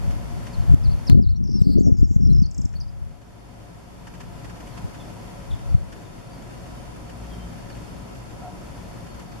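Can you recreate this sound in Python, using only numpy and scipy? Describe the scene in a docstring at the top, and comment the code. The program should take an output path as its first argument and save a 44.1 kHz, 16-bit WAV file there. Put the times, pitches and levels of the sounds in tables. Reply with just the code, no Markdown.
"""A corn bunting sings one jangling phrase from a bush ahead of the microphone: quickening ticks,
buzzes, then a rattle. Its syrinx whistles and flutters, and a far surface returns one late echo.
A gust buffets the two microphone ports in opposite phase; the recorder's gain control ducks
everything and creeps back. Behind are open-field air, a far engine, rustling twigs, far birds
and a thin whine."""
import sys
import numpy as np
from scipy import signal
from scipy.fft import rfft, irfft, next_fast_len
from scipy.io import wavfile
from scipy.ndimage import uniform_filter1d, minimum_filter1d, map_coordinates

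SR = 44100
rng = np.random.default_rng(int(sys.argv[2]) if len(sys.argv) > 2 else 0)


def dump(signal):
    """Clip the signal to [-1, 1] and save it as 16-bit WAV at the path in sys.argv[1]."""
    limited = np.clip(np.atleast_2d(signal).T, -1, 1)
    pcm = np.round(limited * 32767).astype(np.int16)
    wavfile.write(sys.argv[1], SR, pcm)


N = 414540  # 9.4 s


def amp(db):
    """Decibels to gain."""
    return 10 ** (np.asarray(db) / 20)


def unit(x):
    """Scale to rms 1."""
    return x / np.sqrt(np.mean(x ** 2) + 1e-20)


def curves(rows):
    """One value per sample for each column after the time."""
    times, *columns = np.transpose(rows)
    return [np.interp(np.arange(N) / SR, times, column) for column in columns]


def phase_of(hz):
    """Running phase of a moving frequency."""
    return 2 * np.pi * np.cumsum(hz) / SR


def wobble(rate, size=N):
    """A smooth random curve, rate knots a second."""
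    knots = rng.standard_normal(size // 16 + 8)
    return map_coordinates(knots, [np.arange(size) * rate / SR + 2], mode="mirror")


def filtered(x, response):
    """x times a response of frequency."""
    size = next_fast_len(N + 8192)
    return irfft(rfft(x, size) * response(np.fft.rfftfreq(size, 1 / SR)), size)[..., :N]


def noise(spectrum):
    """Noise of rms 1 coloured by (Hz, dB) points."""
    freqs, db = np.transpose(spectrum)
    colour = lambda hz: amp(np.interp(np.log(hz + 1), np.log(freqs), db))
    return unit(filtered(rng.standard_normal(N), colour))


def band(hz, width):
    """A narrow noise of rms 1 around a steady or moving frequency."""
    phase = phase_of(hz + np.zeros(N))
    return unit(wobble(width) * np.cos(phase) + wobble(width) * np.sin(phase))


def even(x, size):
    """Noise with its slow chance swells levelled out."""
    return x / np.sqrt(np.abs(uniform_filter1d(x ** 2, size=size)) + 0.032)


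def add(track, start_s, sound):
    """Mix a sound into a track."""
    part = track[max(0, round(start_s * SR)):][:len(sound)]
    part += sound[:len(part)]


def scatter(x, t60):
    """Diffuse stereo tail from twigs and ground."""
    t = np.arange(SR // 2) / SR
    tail = rng.standard_normal((2, len(t))) * amp(-60 * t / t60) * (1 - np.exp(-t / 0.0031))
    return signal.fftconvolve(x[None], tail / np.linalg.norm(tail[0]), axes=1)[:, :N]


# Noise bands of an engine far from the microphone: centre_hz, width_hz, level_db
ENGINE_BANDS = [(115, 20, -54), (178.4, 24, -51.5), (236.9, 20, -56), (296.4, 24, -61), (554, 36, -59),
                (712.5, 32, -58), (984.5, 110, -60.5), (1311, 160, -64)]
# Its firing tone across the field: time_s, level_db
ENGINE_GROWL = [(0, -47), (1, -49.5), (4.8, -50.5), (6.1, -64.5), (6.9, -48), (7.3, -41.5), (7.75, -45.5),
                (8.1, -50), (9.4, -52)]
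def engine(firing_hz=59.2, low_hz=450, follow=0.5):
    """A far engine: its firing tone and low bands swell together under load."""
    growl_db, = curves(ENGINE_GROWL)
    firing = np.sin(phase_of(firing_hz + 0.69 * wobble(1.938)))
    load_db = follow * (growl_db - growl_db.mean())
    bands = sum(amp(db + load_db * (hz < low_hz)) * band(hz, width) for hz, width, db in ENGINE_BANDS)
    return np.sqrt(2) * amp(growl_db) * firing + bands


# Open-field air, alike at both microphone ports: freq_hz, level_db
AIR_COMMON = [(15, -57), (25, -1.5), (54, 4.5), (86, -3.5), (109, 6), (181, -1.5), (450, -11), (709, -9.5),
              (769, -12.5), (978, -12.5), (1150, -18), (3440, -26.5), (3930, -25), (10900, -35),
              (15000, -44.5)]
# The same air, opposite at the two ports: freq_hz, level_db
AIR_OPPOSED = [(15, -31), (25, -28), (81, 3), (106, -3.5), (176, -1.5), (709, -10.5), (879, -14),
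               (3540, -27), (3930, -24), (4500, -28), (10600, -31.5), (13500, -36), (15000, -47)]
def field_air():
    """A wide, gently stirring hush."""
    stir = amp(.5 * wobble(3) + .5 * np.array([wobble(14), wobble(14)]))
    mid = amp(-41.5) * noise(AIR_COMMON) * stir[0]
    side = amp(-43.0) * noise(AIR_OPPOSED) * stir[1]
    return np.array([mid + side, mid - side])


# A faint whine, centred between the ports: time_s, pitch_hz
WHINE_PITCH = [(0, 11500), (2.7, 11160), (4.5, 11300), (5.4, 11040), (7.4, 10900), (7.8, 11100),
               (8.3, 10940), (9.4, 11300)]
# Rise and fall of the whole background at the microphone: time_s, gain_db
BACKGROUND_GAIN = [(0, 2.5), (.4, 1.5), (.75, 1.5), (1.09, 3.5), (1.2, -3.5), (1.7, -3), (2.8, -2.5),
                   (3.25, -1.5), (3.9, -1), (4.8, 0.97), (9.4, 0)]
def background():
    """Field air, the engine and a thin wandering whine; the bass leans left."""
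    air = field_air()
    whine = amp(-72.5) * band(curves(WHINE_PITCH)[0], width=650)
    lean = lambda hz: amp(np.interp(hz, [250, 500], [1.4, .45]) * np.array([[1], [-1]]))
    return filtered(air + engine() + whine, lean) * amp(curves(BACKGROUND_GAIN)[0])


def hoot(pitch_hz=725):
    """One soft, hoarse call from far across the field."""
    level_db, = curves([(8.38, -86), (8.425, -43), (8.444, -37.5), (8.485, -39), (8.515, -48),
                        (8.62, -64), (8.75, -88)])
    tone = np.sin(phase_of(pitch_hz + 28 * wobble(160)))
    rasp = amp(-7) * band(800, width=460) + amp(-17.0) * band(1350, width=230)
    return amp(level_db) * (tone + rasp)


def overtones(phase, hz, second_db, third_db):
    """Second and third harmonics of a bird's tone, the third only where it will not alias."""
    return amp(second_db) * np.sin(2 * phase) + amp(third_db) * (3 * hz < SR / 2) * np.sin(3 * phase)


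def whistles(notes, edge, quaver_hz, ease=0):
    """Quavering tones arc through three pitches; edge softens their ends, ease lingers there."""
    out = np.zeros(N)
    for start_s, length_s, *pitches, db, octave_db in notes:
        u = np.linspace(0, 1, max(8, round(length_s * SR)))
        progress = u - ease * np.sin(2 * np.pi * u) / (2 * np.pi)
        arc = np.polyval(np.polyfit([0, .5, 1], pitches, 2), progress)
        hz = arc + quaver_hz * wobble(717, size=16384)[:len(u)]
        phase = phase_of(hz)
        pressure = np.abs(np.sin(np.pi * u)) ** edge
        tone = np.sin(phase) + overtones(phase, hz, octave_db, third_db=2 * octave_db - 6)
        add(out, start_s, np.sqrt(2) * amp(db) * pressure * tone)
    return out


# Birds far across the field: start_s, length_s, start_hz, middle_hz, end_hz, level_db
FAR_BIRD_CALLS = [(4.73, 0.035, 4440, 4100, 3680, -58), (5.00, 0.027, 3620, 3440, 3230, -54.5),
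                  (5.505, 0.017, 4050, 3550, 3150, -51), (5.528, 0.017, 3900, 3520, 3200, -49.5),
                  (5.68, 0.04, 4650, 4550, 4400, -66), (5.75, 0.05, 4380, 4280, 4260, -63),
                  (6.042, .03, 3970, 3650, 3480, -63), (6.307, 0.091, 4740, 4620, 4470, -65),
                  (7.303, 0.049, 3350, 3250, 3140, -60), (7.38, 0.08, 3160, 3130, 3070, -62),
                  (7.695, 0.04, 4700, 4450, 4130, -60), (9.08, .05, 4600, 4470, 4400, -64),
                  (9.258, 0.098, 4550, 4470, 4370, -65)]
def far_birds(octave_db=-22):
    """Distant callers, broken up and blurred on their way to the microphone."""
    calls = whistles([(*call, octave_db) for call in FAR_BIRD_CALLS], edge=0.2, quaver_hz=55)
    calls = calls * amp(3 * wobble(45))
    return calls + amp(-6) * scatter(calls, t60=.4)


# Twigs rustling around the microphone: time_s, level_db
TWIG_SCUFFS = [(.111, -52), (0.472, -50), (2.742, -52.5), (3.221, -60), (4.076, -51.5), (4.143, -55),
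               (4.21, -51.5), (4.45, -52), (4.5, -53), (4.78, -50.5), (5.93, -52.5), (6.54, -58.5),
               (7.1, -54.5), (8.155, -59), (9.199, -53.5)]
def twigs(rise_s=0.006, faint_from_s=3.8):
    """Twigs rub in brief dry scuffs with a woody ring; fainter ones fall at random."""
    age = np.arange(SR // 10) / SR / rise_s
    scuff = age * np.exp(1 - age)
    rub = np.zeros(N)
    for time_s, db in TWIG_SCUFFS:
        add(rub, time_s - .007, amp(db) * scuff)
    for when, size in rng.random((45, 2)):
        add(rub, faint_from_s + when * (N / SR - faint_from_s), amp(-65.5 + 8.3 * size) * scuff)
    colour = [(500, 15), (1600, 13.5), (3000, 5.0), (4200, 4), (7000, 3.0), (14000, -15)]
    wood = band(1750, width=420) + band(2750, width=940)
    return rub * (amp(9.5) * np.array([noise(colour), noise(colour)]) + amp(-3.5) * wood)


# Puffs of wind reaching the microphone: peak_s, half_width_s, rumble_db, flutter_db
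PUFFS = [(.09, 0.079, -19, -58), (.36, 0.1, -28, -58), (.6, 0.022, -14, -51), (.72, 0.04, -9.5, -45),
         (0.742, 0.011, -5, -12.5), (.89, 0.067, -8.5, -45), (1.149, 0.024, 7.5, -4.5),
         (1.191, 0.036, 2, -2.5), (1.292, 0.05, 0.5, -22), (1.42, 0.052, -7.5, -14.5),
         (1.56, 0.11, -7.5, -14.5), (1.7, 0.036, -3, -4.5), (1.782, 0.035, 1, -2.5),
         (1.88, 0.05, -2.5, -2.5), (2.026, 0.039, 3, -13), (2.115, 0.011, 1.5, -9),
         (2.23, 0.051, -1.5, -8.5), (2.31, 0.075, 3, -10.5), (2.4, 0.061, -2.5, -27),
         (2.596, 0.023, -9, -18), (2.648, 0.018, -9.5, -26), (2.78, 0.13, -17.5, -49),
         (3.03, 0.064, -21.5, -60), (4.27, 0.1, -40, -64), (4.851, 0.011, -20, -54),
         (5.53, 0.025, -20.5, -52), (5.75, 0.064, -17, -49)]
def gusts(roundness=1.22, lulls_db=(-52, -80)):
    """Rumble and flutter levels in dB: each puff swells out of the lull and dies in the same shape."""
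    t = np.arange(0, N / SR, .002)
    peak_s, width_s, *levels = np.transpose(PUFFS)[:, :, None]
    puffs = np.exp(-np.abs((t - peak_s) / width_s) ** roundness)
    strengths = [np.linalg.norm(amp(db) * puffs, axis=0) + amp(lull_db)
                 for db, lull_db in zip(levels, lulls_db)]
    return curves(np.transpose([t, *(20 * np.log10(strengths))]))


# Wind right on the microphone, three colours from deep to bright: freq_hz, level_db
WIND_RUMBLE = [(15, -8), (35, 1.5), (80, 6), (150, -3), (220, -15.5), (400, -42), (800, -93)]
WIND_FLUTTER = [(90, -69), (180, 9.5), (280, -0.5), (400, -11.5), (600, -29), (900, -52), (1500, -65),
                (4000, -82)]
WIND_ROAR = [(250, -27), (420, 12), (540, 15), (750, 2), (1100, -37), (2500, -45), (6000, -60)]
def eddies(roar_growth=4.1):
    """Turbulent pressure; the roar grows faster than the flutter, so strong gusts are brighter."""
    rumble_db, flutter_db = gusts()
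    roar_db = -7 + roar_growth * flutter_db
    lumps = amp(3 * wobble(90))
    rumble = amp(rumble_db) * even(noise(WIND_RUMBLE), size=2400)
    flutter = amp(flutter_db) * even(lumps * noise(WIND_FLUTTER), size=1600)
    roar = amp(roar_db) * even(lumps * noise(WIND_ROAR), size=1600)
    return rumble + flutter + roar


# Hard slaps of wind on the microphone ports: peak_s, level_db, pitch_hz, crackle_db
WIND_SLAPS = [(0.699, -4.5, 79, -55), (0.744, 5.5, 90, -9), (1.0989, 1.5, 150, -1), (1.1289, 15.5, 83, -7),
              (1.176, 1, 280, -30), (1.494, -3.5, 230, -55), (1.555, 2, 171, -55), (1.62, 13, 119, -3.5),
              (1.671, 10.5, 149, -55), (1.76, 6, 180, -16), (1.772, 6, 210, -55), (1.785, 9, 267, -48),
              (1.81, 5, 249, -55), (1.873, 9, 192, -55), (1.924, 10, 85.4, -12.5), (2.031, 9.5, 179, -55),
              (2.165, 11.5, 119, -17), (2.393, 5, 96.5, -22), (2.424, 9, 134, -40), (2.659, -5.5, 176, -55),
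              (5.75, -1, 99, -65)]
def wind(overload_db=11.5, crackle_s=0.0003, snap_db=12):
    """Eddies push the two ports in opposite directions; hard slaps overload them and crackle."""
    push = eddies()
    bursts, snaps = np.zeros((2, N))
    t = np.arange(-SR // 40, SR // 40) / SR
    for peak_s, db, hz, crackle_db in WIND_SLAPS:
        spread = (np.pi * hz * t) ** 2
        add(push, peak_s + t[0], -amp(db) * (1 - 2 * spread) * np.exp(-spread))
        add(bursts, peak_s + t[0], amp(crackle_db) * np.exp(-np.abs(t) / crackle_s))
        add(snaps, peak_s, [amp(crackle_db + snap_db)])  # the sharp edge at a crackle's heart
    push = push / (1 + np.abs(push / amp(overload_db)) ** 6) ** (1 / 6)  # soft clipping
    cracks = np.array([snaps, *(bursts * rng.standard_normal((2, N)))])
    shared_snap, *port_crackle = filtered(cracks, lambda hz: 1 / np.sqrt(1 + hz / 350))
    opposed_ports = amp([[1.2], [-1.5]]) * [[1], [-1]]
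    return (push + shared_snap) * opposed_ports + amp(-9) * np.array(port_crackle)


def varied(notes, pitch_share=0.014, level_db=1):
    """Each repeat of a note lands a little off in pitch and level."""
    for start_s, length_s, *hz, db in notes:
        sharp, soft = rng.standard_normal(2)
        yield start_s, length_s, *(np.array(hz) * (1 + pitch_share * sharp)), db - level_db * soft


# The bunting opens, from the bush ahead: start_s, sweep_s, top_hz, sweep_db, chip_delay_s, chip_db
OPENING_TICKS = [(0.526, 0.04, 5180, -47, 0.067, -52), (0.833, 0.049, 5370, -40, 0.06, -40.5),
                 (1.066, 0.035, 5880, -31, 0.033, -33), (1.215, 0.045, 5850, -37, 0.054, -33)]
def ticks(end_hz=3750, bow_hz=232, chip_hz=(3930, 4290, 4600)):
    """Each tick is a bowed sweep down, then two rising chips, the first shorter and softer."""
    for start_s, sweep_s, top_hz, db, delay_s, chip_db in OPENING_TICKS:
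        yield start_s, sweep_s, top_hz, (top_hz + end_hz) / 2 - bow_hz, end_hz, db
        first = (start_s + delay_s, 0.0075, *chip_hz, chip_db - 2)
        second = (start_s + delay_s + 0.0115, 0.016, *chip_hz, chip_db)
        yield from varied([first, second])


# Trills from the bush:
# start_s, until_s, period_s, note_s, start_hz, middle_hz, end_hz, level_db, swell_db, sag_hz
SONG_TRILLS = [(1.4375, 1.52, 0.019, 0.007, 5450, 5350, 5550, -35.5, 7, 200),
               (1.432, 1.535, 0.0194, 0.0045, 5500, 5200, 4450, -40.5, 6, -100),
               (2.2067, 2.275, 0.0104, 0.009, 5240, 5600, 4850, -36, 8, 253)]
def trills():
    """One note repeated evenly, swelling and drifting in pitch from first to last."""
    for start_s, until_s, period_s, note_s, *hz, db, swell_db, sag_hz in SONG_TRILLS:
        times = np.arange(start_s, until_s, period_s)
        for when, u in zip(times, np.linspace(-.5, .5, len(times))):
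            yield when, note_s, *(np.array(hz) - sag_hz * u), db + swell_db * u


# Clinks from the bush, late in the phrase: start_s, top_hz, flick_db, held_s, held_hz, held_db
SONG_CLINKS = [(2.329, 7000, -36, 0.0053, 5400, -31), (2.378, 6600, -45, 0.0059, 5400, -32),
               (2.392, 6700, -36, 0.0072, 5500, -32), (2.419, 7340, -36, 0.0076, 5450, -35),
               (2.458, 7400, -34, 0.0066, 4970, -30.5), (2.802, 6200, -36.5, 0.016, 4860, -33)]
def clinks(flick_s=0.0046, middle_hz=5500, end_hz=5000, lift_hz=180):
    """A steep flick down, then at once a held note that lifts at its end."""
    for start_s, top_hz, flick_db, held_s, hz, db in SONG_CLINKS:
        yield start_s, flick_s, top_hz, middle_hz, end_hz, flick_db
        yield start_s + flick_s, held_s, hz, hz, hz + lift_hz, db


# The closing rattle from the bush: start_s, top_hz, bottom_hz, level_db
CLOSING_RATTLE = [(2.507, 8040, 5250, -36), (2.541, 8200, 5400, -35), (2.5753, 8000, 5320, -32.5),
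                  (2.611, 8100, 5260, -34.5), (2.648, 8180, 5430, -34.5)]
def rattle(plunge_s=.0108, middle_hz=7070, ring_at_s=0.0065, ring_s=0.0051, lift_hz=180, octave_db=-29):
    """Each note plunges, then hooks upward in a tiny ring."""
    for start_s, top_hz, bottom_hz, db in CLOSING_RATTLE:
        yield start_s, plunge_s, top_hz, middle_hz, bottom_hz, db, octave_db
        yield start_s + ring_at_s, ring_s, bottom_hz, bottom_hz, bottom_hz + lift_hz, db - 1.5, octave_db


# Buzzes from the bush: start_s, length_s, start_hz, end_hz, level_db, swell_db, flutter_hz,
# swing_hz, throb_share, rough_share, second_harmonic_db, third_harmonic_db
SONG_BUZZES = [ (1.437, 0.105, 5470, 5300, -46, 12, 260, 426, 0.2, 0.46, -24, -43),
               (1.54, 0.05, 5310, 4950, -46, -3, 310, 380, .5, .6, -28, -46),
               (1.81, .021, 7400, 6700, -47, 2, 260, 460, 0.7, .6, -26, -40),
               (1.83, 0.077, 6000, 6620, -43, -15, 390, 580, 0, 0.2, -24, -40),
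               (1.968, .04, 5100, 4950, -41.5, -1, 93, 200, 0.6, .55, -30, -40),
               (1.969, 0.047, 6300, 6560, -44, 0, 91, 620, 0.2, 0.4, -15, -40),
               (2.072, 0.096, 6340, 6560, -44, 10, 350, 775, 0, 0.44, -22, -40)]
def buzzes(edge=0.18, lead_rad=1.0, rasp_hz=380):
    """The other side of the syrinx flutters, swinging pitch and loudness together."""
    out = np.zeros(N)
    for (start_s, length_s, start_hz, end_hz, db, swell_db, flutter_hz,
         swing_hz, throb, rough, second_db, third_db) in SONG_BUZZES:
        u = np.linspace(0, 1, round(length_s * SR))
        drift, jitter, shimmer = [wobble(460, size=8192)[:len(u)] for _ in range(3)]
        flutter = phase_of(flutter_hz * (1 + rough * drift))
        rasp = rough * rasp_hz * wobble(2200, size=8192)[:len(u)]
        hz = start_hz + (end_hz - start_hz) * u + swing_hz * (np.sin(flutter) + rough * jitter) + rasp
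        phase = phase_of(hz)
        beat = unit((1 + throb * np.sin(flutter + lead_rad)) * amp(5.4 * rough * shimmer))
        harsh = 1 - np.sin(flutter)  # overtones break out at the bottom of each swing
        tone = beat * np.sin(phase) + harsh * overtones(phase, hz, second_db, third_db)
        pressure = np.abs(np.sin(np.pi * u)) ** edge * amp(db + swell_db * (u - .5))
        add(out, start_s, np.sqrt(2) * pressure * tone)
    return out


# The long low buzz from the bush, mid-phrase: time_s, pitch_hz, level_db
LOW_BUZZ = [(1.632, 4380, -55), (1.637, 4360, -39), (1.668, 4325, -37.5), (1.684, 4415, -38.5),
            (1.705, 4455, -35), (1.725, 4395, -33.5), (1.744, 4420, -33), (1.748, 4420, -55)]
def low_buzz(flutter_hz=364, swing_hz=373, throb=0.38, lead_rad=0.55, rough=0.082):
    """A fast, nearly regular flutter on a low note whose pitch wavers as it swells."""
    times, pitch_hz, db = np.transpose(LOW_BUZZ)
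    t = np.arange(times[0], times[-1], 1 / SR)
    drift, jitter, shimmer = [wobble(404, size=8192)[:len(t)] for _ in range(3)]
    flutter = phase_of(flutter_hz * (1 + .3 * rough * drift))
    hz = np.interp(t, times, pitch_hz) + swing_hz * (np.sin(flutter) + rough * jitter)
    phase = phase_of(hz)
    beat = unit((1 + throb * np.sin(flutter + lead_rad)) * amp(shimmer))
    harsh = 1 - np.sin(flutter)
    tone = beat * np.sin(phase) + harsh * overtones(phase, hz, second_db=-14, third_db=-22)
    out = np.zeros(N)
    add(out, times[0], np.sqrt(2) * amp(np.interp(t, times, db)) * tone)
    return out


# Slurred whistles from the bush: start_s, length_s, start_hz, middle_hz, end_hz, level_db, octave_db
SONG_SLURS = [(1.119, 0.037, 5600, 4480, 3950, -49, -28), (1.359, 0.018, 5460, 5700, 5600, -41.5, -28),
              (1.4385, 0.0052, 5660, 5900, 5730, -35.5, -19), (1.537, 0.044, 5330, 5420, 5280, -31.5, -32),
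              (1.573, 0.027, 5220, 5020, 4660, -38, -29), (1.59, 0.036, 4100, 3900, 3860, -42.5, -5),
              (1.626, 0.0048, 4200, 5800, 5840, -35, -18), (1.782, 0.004, 5300, 5830, 6000, -34, -24),
              (1.79, 0.02, 5700, 6950, 7800, -39, -19), (1.848, 0.042, 5680, 5600, 5270, -37, -35),
              (2.03, 0.03, 5530, 5560, 5470, -39.5, -26), (2.035, 0.023, 6150, 6400, 6400, -49, -22),
              (2.108, 0.023, 5370, 5520, 5300, -46, -28), (2.297, 0.029, 4070, 4130, 4100, -36.5, -9),
              (2.347, 0.0079, 5150, 5500, 5170, -34, -28), (2.359, 0.01, 5040, 5350, 5600, -32.5, -31),
              (2.424, 0.03, 5420, 4480, 4420, -34.5, -34), (2.754, 0.021, 4650, 4380, 4770, -39, -12)]
# The beak's colour, before the song crosses the field: freq_hz, gain_db
BEAK_COLOUR = [(3500, -3), (7500, 1), (8050, -9), (8450, -9), (8900, -16), (9600, -2), (11000, -5),
               (12500, -1), (13700, 7), (14700, -4)]
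def phrase(octave_db=-27):
    """Whistled notes and buzzes leave the syrinx through the beak."""
    opening = whistles([(*note, octave_db) for note in ticks()], edge=.9, quaver_hz=110, ease=.1)
    jangle_notes = [(*note, octave_db) for note in varied([*trills(), *clinks()])]
    jangle = whistles(jangle_notes, edge=.7, quaver_hz=105)
    slurs = whistles(SONG_SLURS, edge=0.25, quaver_hz=40)
    closing = whistles(rattle(), edge=0.91, quaver_hz=100, ease=0.8)
    shimmer = amp(0.52 * wobble(440))
    song = (opening + jangle + slurs + closing) * shimmer + buzzes() + low_buzz()
    return filtered(song, lambda hz: amp(np.interp(hz, *np.transpose(BEAK_COLOUR))))


# Song thrown at a far surface as the bird turns its head: sung_s, gain_db
HEAD_TURNS = [(.85, 2), (1.07, -15), (1.22, 3), (1.31, 2), (1.5, 3), (1.72, 0), (2.2, 2), (2.45, -14),
              (2.63, -2), (2.8, -5)]
def bunting(echo_s=.0755):
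    """The song arrives straight ahead, then once more from a far surface, duller and from the left."""
    song = phrase()
    thrown = song * amp(curves(HEAD_TURNS)[0])
    dulling = lambda hz: amp(np.interp(hz, [4400, 5600, 7500], [-8, -12, -15]))
    echo = filtered(thrown, lambda hz: dulling(hz) * np.exp(-2j * np.pi * hz * echo_s))
    bush = amp(-8.5) * scatter(song, t60=0.074)  # nearby twigs smear every note a little
    tail = amp(-10.0) * scatter(song, t60=0.33)
    return song + echo * amp([[1.8], [-2.2]]) + bush + tail


def scene():
    """Everything at the two microphone ports."""
    return bunting() + far_birds() + hoot() + wind() + background() + twigs()


def gain_control(x, ceiling=0.97, hold_s=0.17, recover_per_s=0.31, window=256):
    """A peak over the ceiling pulls the gain down just ahead of it; the gain holds, then climbs back."""
    needed = ceiling / np.maximum(np.abs(x).max(axis=0), ceiling)
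    ahead = minimum_filter1d(needed, size=window)
    hold = round(hold_s * SR)
    held = minimum_filter1d(ahead, size=hold, origin=(hold - 1) // 2)
    climb = recover_per_s * np.arange(N) / SR
    gain = np.minimum.accumulate(held - climb) + climb
    return x * uniform_filter1d(gain, size=window)


# Narrow holes in the recorder's response: centre_hz, width_hz, depth_db
RECORDER_NOTCHES = [(3970, 296, -16), (8030, 180, -25)]
def record(dry, top_hz=14700):
    """The recorder: gain control, two narrow notches and a steep band limit."""
    def response(hz):
        notches = [1 - (1 - amp(db)) / (1 + ((hz - centre) / (width / 2)) ** 2)
                   for centre, width, db in RECORDER_NOTCHES]
        return np.prod(notches, axis=0) / np.sqrt(1 + (hz / top_hz) ** 120)
    return filtered(gain_control(dry), response)


dry = scene()
out = record(dry)
dump(out)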